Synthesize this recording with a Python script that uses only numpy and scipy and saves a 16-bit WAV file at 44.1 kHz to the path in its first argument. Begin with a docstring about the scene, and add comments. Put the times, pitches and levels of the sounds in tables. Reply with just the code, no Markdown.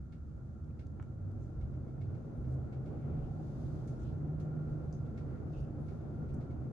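"""A low rumble and a rising hum fill a steel elevator car as it gathers speed, then cruises upward.
The rollers shake the cabin's air modes, the drive's hum blooms as it climbs through them, and air
rushes along the shaft. Each landing passes with a soft buffet of squeezed air. Small impacts ring
a latch, the door panels and the trim; soft scuffs and rustles come and go, a guide shoe squeaks
once, and a ventilation fan runs throughout."""
import sys
import numpy as np
from scipy import signal
from scipy.fft import rfft, irfft
from scipy.io import wavfile

SR = 44100
rng = np.random.default_rng(int(sys.argv[2]) if len(sys.argv) > 2 else 0)


def transcribe(signal):
    """Save signal, clipped to [-1, 1], as a 16-bit WAV file at the path in sys.argv[1]."""
    frames = np.atleast_2d(signal).T
    limited = np.clip(frames, -1, 1)
    pcm = np.round(limited * 32767).astype(np.int16)
    wavfile.write(sys.argv[1], SR, pcm)


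N = 296352
T = np.arange(N) / SR
HZ = np.maximum(np.fft.rfftfreq(N, 1 / SR), 1)

# The drive's hum. Each row: time in seconds, pitch in Hz, level in dB, depth of waver from 0 to 1.
DRIVE_CURVE = [(0, 66, -53.5, 0.35), (.42, 75, -52.5, 0.4), (.9, 82, -49.5, 0.4), (1.1, 95, -50, 0.65),
               (1.28, 97.5, -41.5, 0), (1.45, 100, -46, 0.6), (1.9, 116, -56, 0.6), (2.36, 126, -54, 0.4),
               (2.48, 127.5, -35, 0.25), (2.64, 127, -47, 0.2), (2.78, 128, -39.5, 0.2),
               (2.95, 139, -47.5, 0.65), (3.11, 146, -37.5, 0.38), (3.25, 153.3, -48.5, 0.26),
               (3.6, 153, -46.5, 0.22), (4.0, 152.9, -46, 0.25), (4.25, 152.5, -42.5, 0.28),
               (4.68, 152.3, -39, 0.2), (4.85, 152, -47.5, 0), (4.98, 152, -43, 0.03),
               (5.3, 152.1, -47, 0.4), (6.72, 152, -51, 0.35)]
# Noise spectra. Each row: frequency in Hz, relative spectral density in dB.
RUMBLE_SPECTRUM = [(15, -22.5), (30, -13), (52, -5), (75, -1), (102, -5), (130, -13.5), (200, -17.5),
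                   (300, -27.5), (600, -42.5), (2000, -85)]
BOOM_SPECTRUM = [(60, -24.5), (105, -12.5), (126, -2), (143, -6), (160, -11.5), (185, -16), (400, -39),
                 (1000, -86.5)]
RUSH_SPECTRUM = [(60, -10.5), (130, -3), (200, 3), (300, 4), (420, -2.5), (560, -5.5), (750, -13.5),
                 (950, -21), (1300, -22.5), (1600, -30), (2100, -37), (3000, -45.5), (6000, -62)]
BUFFET_SPECTRUM = [(12, -9.5), (30, -4.5), (48, 4.5), (64, 3), (80, 0), (110, -12), (250, -42.5),
                   (1000, -85)]
FAN_SPECTRUM = [(30, -16.5), (130, -2.5), (230, 2.5), (400, -20.5), (700, -26.5), (1000, -32),
                (1300, -23.5), (1750, -36), (2600, -51.5), (5000, -60.5), (7000, -50.5), (9000, -56),
                (12500, -72)]
HISS_SPECTRUM = [(800, -7.5), (2000, 2), (2800, 0), (4500, 4.5), (6500, 0), (8500, -5), (11000, -5),
                 (13000, -15.5)]
# Resonances that colour the noise. 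Each row: frequency in Hz, bandwidth in Hz, lift or dip in dB.
CABIN_MODES = [(77.4, 6.4, 6.5), (96, 5.7, 7), (128.4, 15, 5.5), (153, 16, 7.5), (184, 43, -4),
               (212.2, 13, 7.5), (240.1, 7, 11), (264.7, 26, -5.5), (278.7, 4.1, 12), (281, 7.7, -4),
               (310.3, 20, 3.5), (332.4, 8, -6.5), (342, 60, 3), (766, 150, 3.5), (1460, 150, 4.5)]
DUCT_MODES = [(133, 56, 9.5), (158.4, 8, 6.5), (1400, 31, 6), (6350, 500, 6.5), (12000, 250, 6)]
HISS_MODES = [(2280, 65, 6), (2630, 60, 4), (3600, 130, 4), (4730, 430, 1), (6230, 150, 6.5),
              (6700, 200, 5)]
# Modes of solid parts. Each row: frequency in Hz, bandwidth in Hz, gain in dB.
LATCH_MODES = [(523, 230, 3), (895, 490, 4.5), (1340, 110, 12), (1630, 83, -9), (2230, 140, 1),
               (2780, 110, -3)]
TRIM_MODES = [(4800, 1200, 0), (6340, 330, 7.5), (6950, 360, 4), (9500, 3400, -5.5)]
PANEL_MODES = [(1450, 230, 6.5), (1850, 280, 8.5), (2200, 70, 10), (2360, 180, 7.5), (2820, 180, 7),
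               (3100, 440, 3.5), (4070, 3000, 0)]
SHOE_MODES = [(2600, 120, -1), (2900, 400, -8), (3640, 200, -12), (6430, 160, -14)]
# Passing swells. Each row: time of the crest in seconds, level in dB, half-width in seconds.
CAR_SWAYS = [(1.62, -48.5, 0.086), (4.224, -42, 0.12)]
LANDING_BUFFETS = [(1.597, -39.5, 0.065), (2.417, -40, 0.049), (3.208, -41.5, 0.098), (4.04, -41.5, 0.051),
                   (4.713, -44, 0.035), (5.585, -40.5, 0.038), (6.35, -43.5, 0.063)]
ROLLER_SPELLS = [(4.027, -68.5, 0.11), (4.68, -67.5, 0.27), (5.246, -71, 0.25), (6.252, -69.5, 0.12)]
HISS_SWELLS = [(3.67, -81, 0.13), (3.7, -81.5, 0.53), (4.857, -91.5, 0.37), (5.913, -84.5, 0.095)]
# Low notes of the cabin. Each row: crest in seconds, level in dB, half-width in seconds, pitch in Hz.
CABIN_DRONES = [(2.09, -41, 0.091, 96), (4.12, -45, 0.067, 74), (4.31, -44.5, 0.09, 77.5),
                (6.417, -44.5, 0.1, 143), (6.683, -44, 0.12, 132.9)]
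# A latch clacks and settles. Each row: start in seconds, peak in dB, upper edge of the blow in Hz.
LATCH_CLACKS = [(0.9985, -42, 1400), (1.0266, -49, 2600)]
# Ticks of the trim. Each row: start in seconds, peak in dB, low and high edges in Hz, after-ring in dB.
TRIM_TICKS = [(.643, -71, 3300, 5800, -20), (.708, -72, 2000, 2590, -16), (.869, -65, 3300, 7800, -17),
              (1.026, -65.5, 5600, 8050, -22), (1.317, -70, 3520, 11000, -27), (3.874, -62, 4800, 10000, 2),
              (4.399, -65.5, 5200, 10600, -0.5), (4.9265, -55.5, 4750, 6950, -8.5),
              (6.292, -80, 7500, 9500, -16), (6.337, -67.5, 4500, 9900, -8), (6.343, -63, 5800, 9350, -13)]
# Door panels knock in their tracks.
# Each row: start in seconds, relative level in dB, rise in seconds, lift of the clear note in dB.
DOOR_KNOCKS = [(0.122, -82.5, 0.00041, -6), (0.7913, -80, .0005, -1), (1.61, -85.5, .0005, 0),
               (1.734, -92, .0005, 6), (1.8791, -93.5, 0.00068, 7), (2.01, -82, 0.0025, 1.5),
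               (2.144, -87, .002, 5), (2.441, -89, .001, -0.5), (2.725, -82, 0.00086, 5),
               (2.8557, -82.5, .002, -2), (3.877, -83, .001, -13), (4.398, -81, .001, -9.5),
               (5.049, -86, .005, -2), (5.173, -77.5, .002, 2), (5.88, -81.5, 0.0027, 1),
               (6.002, -89, .003, 2), (6.283, -83, .007, 3), (6.402, -80.5, 0.0079, 1),
               (6.5023, -85.5, 0.0033, 2)]
# Soft scuffs, a brief swell of low rush and a short mid-pitched ring.
# Each row: crest in seconds, level in dB, fade in seconds, centre in Hz, bandwidth in Hz.
SOFT_SCUFFS = [(1.385, -70, 0.23, 450, 220), (1.433, -82, 0.039, 6360, 2500),
               (2.392, -88, 0.036, 9800, 2500), (2.51, -82.5, 0.057, 4600, 8000),
               (3.069, -76.5, 0.13, 1850, 1400), (3.231, -81.5, 0.078, 2700, 1225),
               (3.325, -63, 0.22, 744, 130), (4.062, -77, 0.069, 2870, 2200),
               (4.02, -77, 0.037, 6400, 2510), (5.327, -71.5, 0.09, 1460, 700),
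               (5.577, -81, 0.1, 4800, 3000), (5.62, -85, .03, 10100, 3000),
               (5.84, -90, 0.053, 10100, 2500)]
# The inverter's whine. Each row: frequency in Hz, level in dB.
INVERTER_TONES = [(11880, -113), (12000, -110), (12152, -117)]
# Stereo spread of the air noise. Each row: frequency in Hz, side minus mid in dB.
STEREO_WIDTH = [(30, -22.5), (80, -16), (160, -8), (330, -8), (650, -2), (1400, -2.5), (3000, 1.5),
                (12000, -1)]
# Stereo balance of the air noise. Each row: frequency in Hz, left minus right in dB.
STEREO_LEAN = [(60, 0.5), (110, -4.5), (200, 1.5), (360, 0.5), (640, 1.5), (1160, 2.5), (2110, -2.5),
               (3810, -0.5), (6890, 4), (12500, -4.5)]


def drive_hum(wander_hz=0.4):
    """Forced vibration: the drive's tone climbs, blooming and steadying on air modes of the cabin."""
    pitch, level_db, waver = in_time(DRIVE_CURVE)
    phase = 2 * np.pi * np.cumsum(pitch + wander_hz * drift(5.5)) / SR
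    tone = np.sin(phase) * (1 + waver * drift(19)) + np.cos(phase) * waver * drift(22)
    return tone / np.sqrt(.5 + waver ** 2) * from_db(level_db) * pan(left_db=-0.3)


def roller_rumble(flow, db=-45.5):
    """Broadband excitation: the rollers shake the cabin's air modes, harder when the car sways."""
    shaking = with_swells(from_db(db) * flow ** 0.35, CAR_SWAYS)
    return shaking * air_noise(RUMBLE_SPECTRUM, CABIN_MODES)


def cabin_boom(flow, db=-44.5):
    """Cavity resonance colours a low band of noise that grows with speed."""
    return from_db(db) * flow ** 1.6 * air_noise(BOOM_SPECTRUM, CABIN_MODES)


def shaft_rush(flow, db=-48.5, gust_db=1.0):
    """Turbulence: the noise of uneven air flow along the shaft grows as a steep power of speed."""
    return from_db(db + gust_db * drift(10)) * flow ** 2.6 * air_noise(RUSH_SPECTRUM, CABIN_MODES)


def landings(gain_db=0.5):
    """Compression of the air between car and landing door gives one low swell per floor."""
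    air, out = air_noise(BUFFET_SPECTRUM), 0
    for s, db, length in LANDING_BUFFETS:
        push = swell(s, length)
        out += from_db(db + gain_db) * rms_one(push * air) * np.sqrt(np.mean(push ** 2))
    return out


def drones(waver=0.62):
    """Resonance: the cabin's air briefly swells and fades on single low notes."""
    notes = sum(from_db(db) * swell(s, length) * np.sin(2 * np.pi * (hz * T + rng.random()))
                for s, db, length, hz in CABIN_DRONES)
    return np.sqrt(2) * notes * (1 + waver * drift(22))


def latch(echo_db=-29, cabin_t60=0.15, top_hz=3200):
    """Impulse response: a dull blow and its faint reflections ring the modes of the latch plate."""
    out, t = np.zeros((2, N)), T[:SR // 3]
    for s, db, edge_hz in LATCH_CLACKS:
        echoes = from_db(echo_db - 60 * t / cabin_t60) * rng.standard_normal((2, len(t)))
        blow = lowpass((t == 0) + echoes, edge_hz, order=2)
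        plate = sum(from_db(gain) * resonate(blow, hz, width) for hz, width, gain in LATCH_MODES)
        add(out, s, from_db(db) * plate / np.abs(plate).max())
    return lowpass(out + 1e-18, top_hz, order=4)


def trim_ticks(crack_t60=0.011, cabin_t60=0.24):
    """Reverberation: after a brief crack, the ring of the trim lingers in the small cabin."""
    out, t = np.zeros((2, N)), T[:SR // 3]
    for s, db, low, high, ring_db in TRIM_TICKS:
        crack = from_db(-60 * t / crack_t60) * rng.standard_normal(len(t))
        echoes = from_db(ring_db - 60 * t / cabin_t60) * rng.standard_normal((2, len(t)))
        band = signal.butter(2, [low, high], "band", fs=SR, output="sos")
        tick = signal.sosfilt(band, crack + ring(echoes, TRIM_MODES))
        add(out, s, from_db(db) * tick / np.abs(tick).max())
    return out


def door_knocks(gain_db=16.5, strike_db=7, rattle_t60=0.21, note_hz=2187, note_db=-4, note_t60=0.12):
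    """Modal ringing: a struck panel rattles; the point of impact sets how clearly one mode sings."""
    blows, notes, t = np.zeros((2, N)), np.zeros((2, N)), T[:SR // 3]
    strike = from_db(strike_db) * (t == 0)
    for s, db, rise_s, clear_db in DOOR_KNOCKS:
        rise = 1 - np.exp(-t / rise_s)
        rattle = rise * from_db(-60 * t / rattle_t60) * rng.standard_normal((2, len(t)))
        add(blows, s, from_db(db) * (strike + rattle))
        note = np.sin(2 * np.pi * (note_hz * t + rng.random((2, 1))))
        add(notes, s, from_db(db + note_db + clear_db - 60 * t / note_t60) * rise * note)
    panel = lowpass(ring(blows, PANEL_MODES), hz=8200, order=3)
    return from_db(gain_db) * (panel + notes) * pan(left_db=-0.7)


def scuffs(grain_db=2.5, rise_share=0.9):
    """Band-limited noise swells and fades, heard as grainy scuffs, a low rush or a short ring."""
    out, t = np.zeros((2, N)), T[:SR * 3 // 4]
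    middle = t.mean()
    for s, db, fade_s, hz, width in SOFT_SCUFFS:
        half_width = np.where(t < middle, rise_share * fade_s, fade_s)
        envelope = np.exp(-((t - middle) / half_width) ** 2)
        add(out, s - middle, from_db(db) * envelope * noise_band(hz, width, len(t)))
    return out * from_db(grain_db * drift(70))


def squeak(start_s=5.53, db=-73, rise_s=0.0076, fade_s=0.125, slips_per_s=2500):
    """Stick-slip friction: a dense run of slips rings a guide shoe on one thin note."""
    out, t = np.zeros((2, N)), T[:SR // 3]
    slips = (rng.random(len(t)) < slips_per_s / SR) * rng.standard_normal((2, len(t)))
    envelope = (1 - np.exp(-t / rise_s)) * np.exp(-(t / fade_s) ** 2)
    add(out, start_s, from_db(db) * envelope * rms_one(ring(slips, SHOE_MODES)))
    return out


def roller_song(steady_db=-82, flutter_db=3):
    """Rolling contact sustains one steel resonance, which sings out in spells."""
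    level = with_swells(from_db(steady_db), ROLLER_SPELLS)
    return noise_band(hz=1390, width=60) * level * from_db(flutter_db * drift(16))


def metal_whine(speed, db=-75, flutter_db=0.5):
    """A lightly damped resonance gives a thin metallic whine, its amplitude proportional to speed."""
    return from_db(db + flutter_db * drift(8.3)) * speed * noise_band(hz=1360, width=22)


def fan(db=-53.5):
    """Duct resonances colour the steady flow noise of the ventilation fan."""
    return from_db(db) * air_noise(FAN_SPECTRUM, DUCT_MODES)


def faint_hiss(flow, db=-87.5, flutter_db=0.8):
    """Amplitude modulation: a faint, broad hiss rises with speed and swells in soft rustles."""
    level = with_swells(from_db(db) * flow ** 0.67, HISS_SWELLS)
    return level * from_db(flutter_db * drift(4.3)) * air_noise(HISS_SPECTRUM, HISS_MODES)


def inverter(wander_hz=2):
    """Switching in the drive's inverter gives a faint high tone with two sidebands."""
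    return sum(from_db(db) * rms_one(np.sin(2 * np.pi * np.cumsum(hz + wander_hz * drift(13)) / SR))
               for hz, db in INVERTER_TONES)


def from_db(db):
    """Decibels to amplitude ratio."""
    return 10 ** (np.asarray(db) / 20)


def rms_one(x):
    """Normalisation to unit rms."""
    return x / np.sqrt(np.mean(x ** 2) + 1e-20)


def pan(left_db):
    """Level panning: the right channel loses the decibels that the left gains."""
    return from_db([[left_db], [-left_db]])


def in_time(rows):
    """Linear interpolation of each column at every sample."""
    s, *columns = np.transpose(rows)
    return [np.interp(T, s, c) for c in columns]


def over_hz(points):
    """Linear interpolation over log frequency."""
    hz, value = np.transpose(points)
    return np.interp(np.log(HZ), np.log(hz), value)


def drift(rate_hz):
    """Slow random fluctuation of unit rms."""
    return rms_one(irfft(rfft(rng.standard_normal(N)) / (1 + (HZ / rate_hz) ** 2), N))


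def swell(s, length):
    """A Gaussian envelope of height 1 at time s, down to 1/e at length seconds to either side."""
    return np.exp(-((T - s) / length) ** 2)


def with_swells(steady, rows):
    """Incoherent addition: a steady gain and its swells sum in power."""
    return np.sqrt(steady ** 2 + sum((from_db(db) * swell(s, length)) ** 2 for s, db, length in rows))


def air_noise(spectrum, modes=()):
    """Coloured stereo noise with resonances; long waves reach left and right nearly alike."""
    lift_db = sum(db / (1 + (2 * (HZ - hz) / width) ** 2) for hz, width, db in modes)
    mid, side = np.exp(2j * np.pi * rng.random((2, len(HZ)))) * from_db(over_hz(spectrum) + lift_db)
    signs = np.array([[1], [-1]])
    pair = mid + signs * side * from_db(over_hz(STEREO_WIDTH))
    balance = from_db(signs * over_hz(STEREO_LEAN) / 2)
    return irfft(pair * balance, N) / np.std(irfft(mid, N))


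def resonate(x, hz, width):
    """A damped two-pole resonator with unit gain at its peak."""
    r = np.exp(-np.pi * width / SR)
    feedback = [1, -2 * r * np.cos(2 * np.pi * hz / SR), r * r]
    return signal.lfilter(np.array([1, 0, -1]) * (1 - r * r) / 2, feedback, x + 1e-18)


def ring(x, modes):
    """Modal superposition: a body's modes respond side by side, alternating in sign."""
    return sum((-1) ** k * from_db(db) * resonate(x, hz, width)
               for k, (hz, width, db) in enumerate(modes))


def noise_band(hz, width, samples=N):
    """Stereo noise passed twice through one resonance, at unit rms."""
    return rms_one(resonate(resonate(rng.standard_normal((2, samples)), hz, width), hz, width))


def lowpass(x, hz, order):
    """Attenuation of the treble above hz."""
    return signal.sosfilt(signal.butter(order, hz, fs=SR, output="sos"), x)


def add(out, s, sound):
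    """Superposition of a short sound at time s."""
    at = max(round(s * SR), 0)
    out[:, at:at + sound.shape[1]] += sound[:, :N - at]


def scene(start_speed=0.4, cruise_from_s=4.2, levels_off=0.78):
    """All sources superpose in a car that accelerates uniformly to its cruising speed, taken as 1."""
    speed = np.minimum(start_speed + (1 - start_speed) * T / cruise_from_s, 1)
    flow = np.minimum(speed / levels_off, 1)  # the ride noise levels off before the speed does
    noise = roller_rumble(flow) + cabin_boom(flow) + shaft_rush(flow) + faint_hiss(flow) + fan()
    tones = drive_hum() + drones() + roller_song() + metal_whine(speed) + inverter()
    brief_sounds = door_knocks() + trim_ticks() + latch() + scuffs() + squeak()
    return noise + tones + brief_sounds + landings()


def record(dry, fade_s=0.002, cutoff_hz=12900):
    """Band limiting: a steep low-pass filter cuts the top, after brief fades at both ends."""
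    ends = np.clip(np.minimum(T, T[-1] - T) / fade_s, 0, 1)
    return signal.sosfilt(signal.ellip(10, .1, 70, cutoff_hz, fs=SR, output="sos"), dry * ends)


dry = scene()
out = record(dry)
transcribe(out)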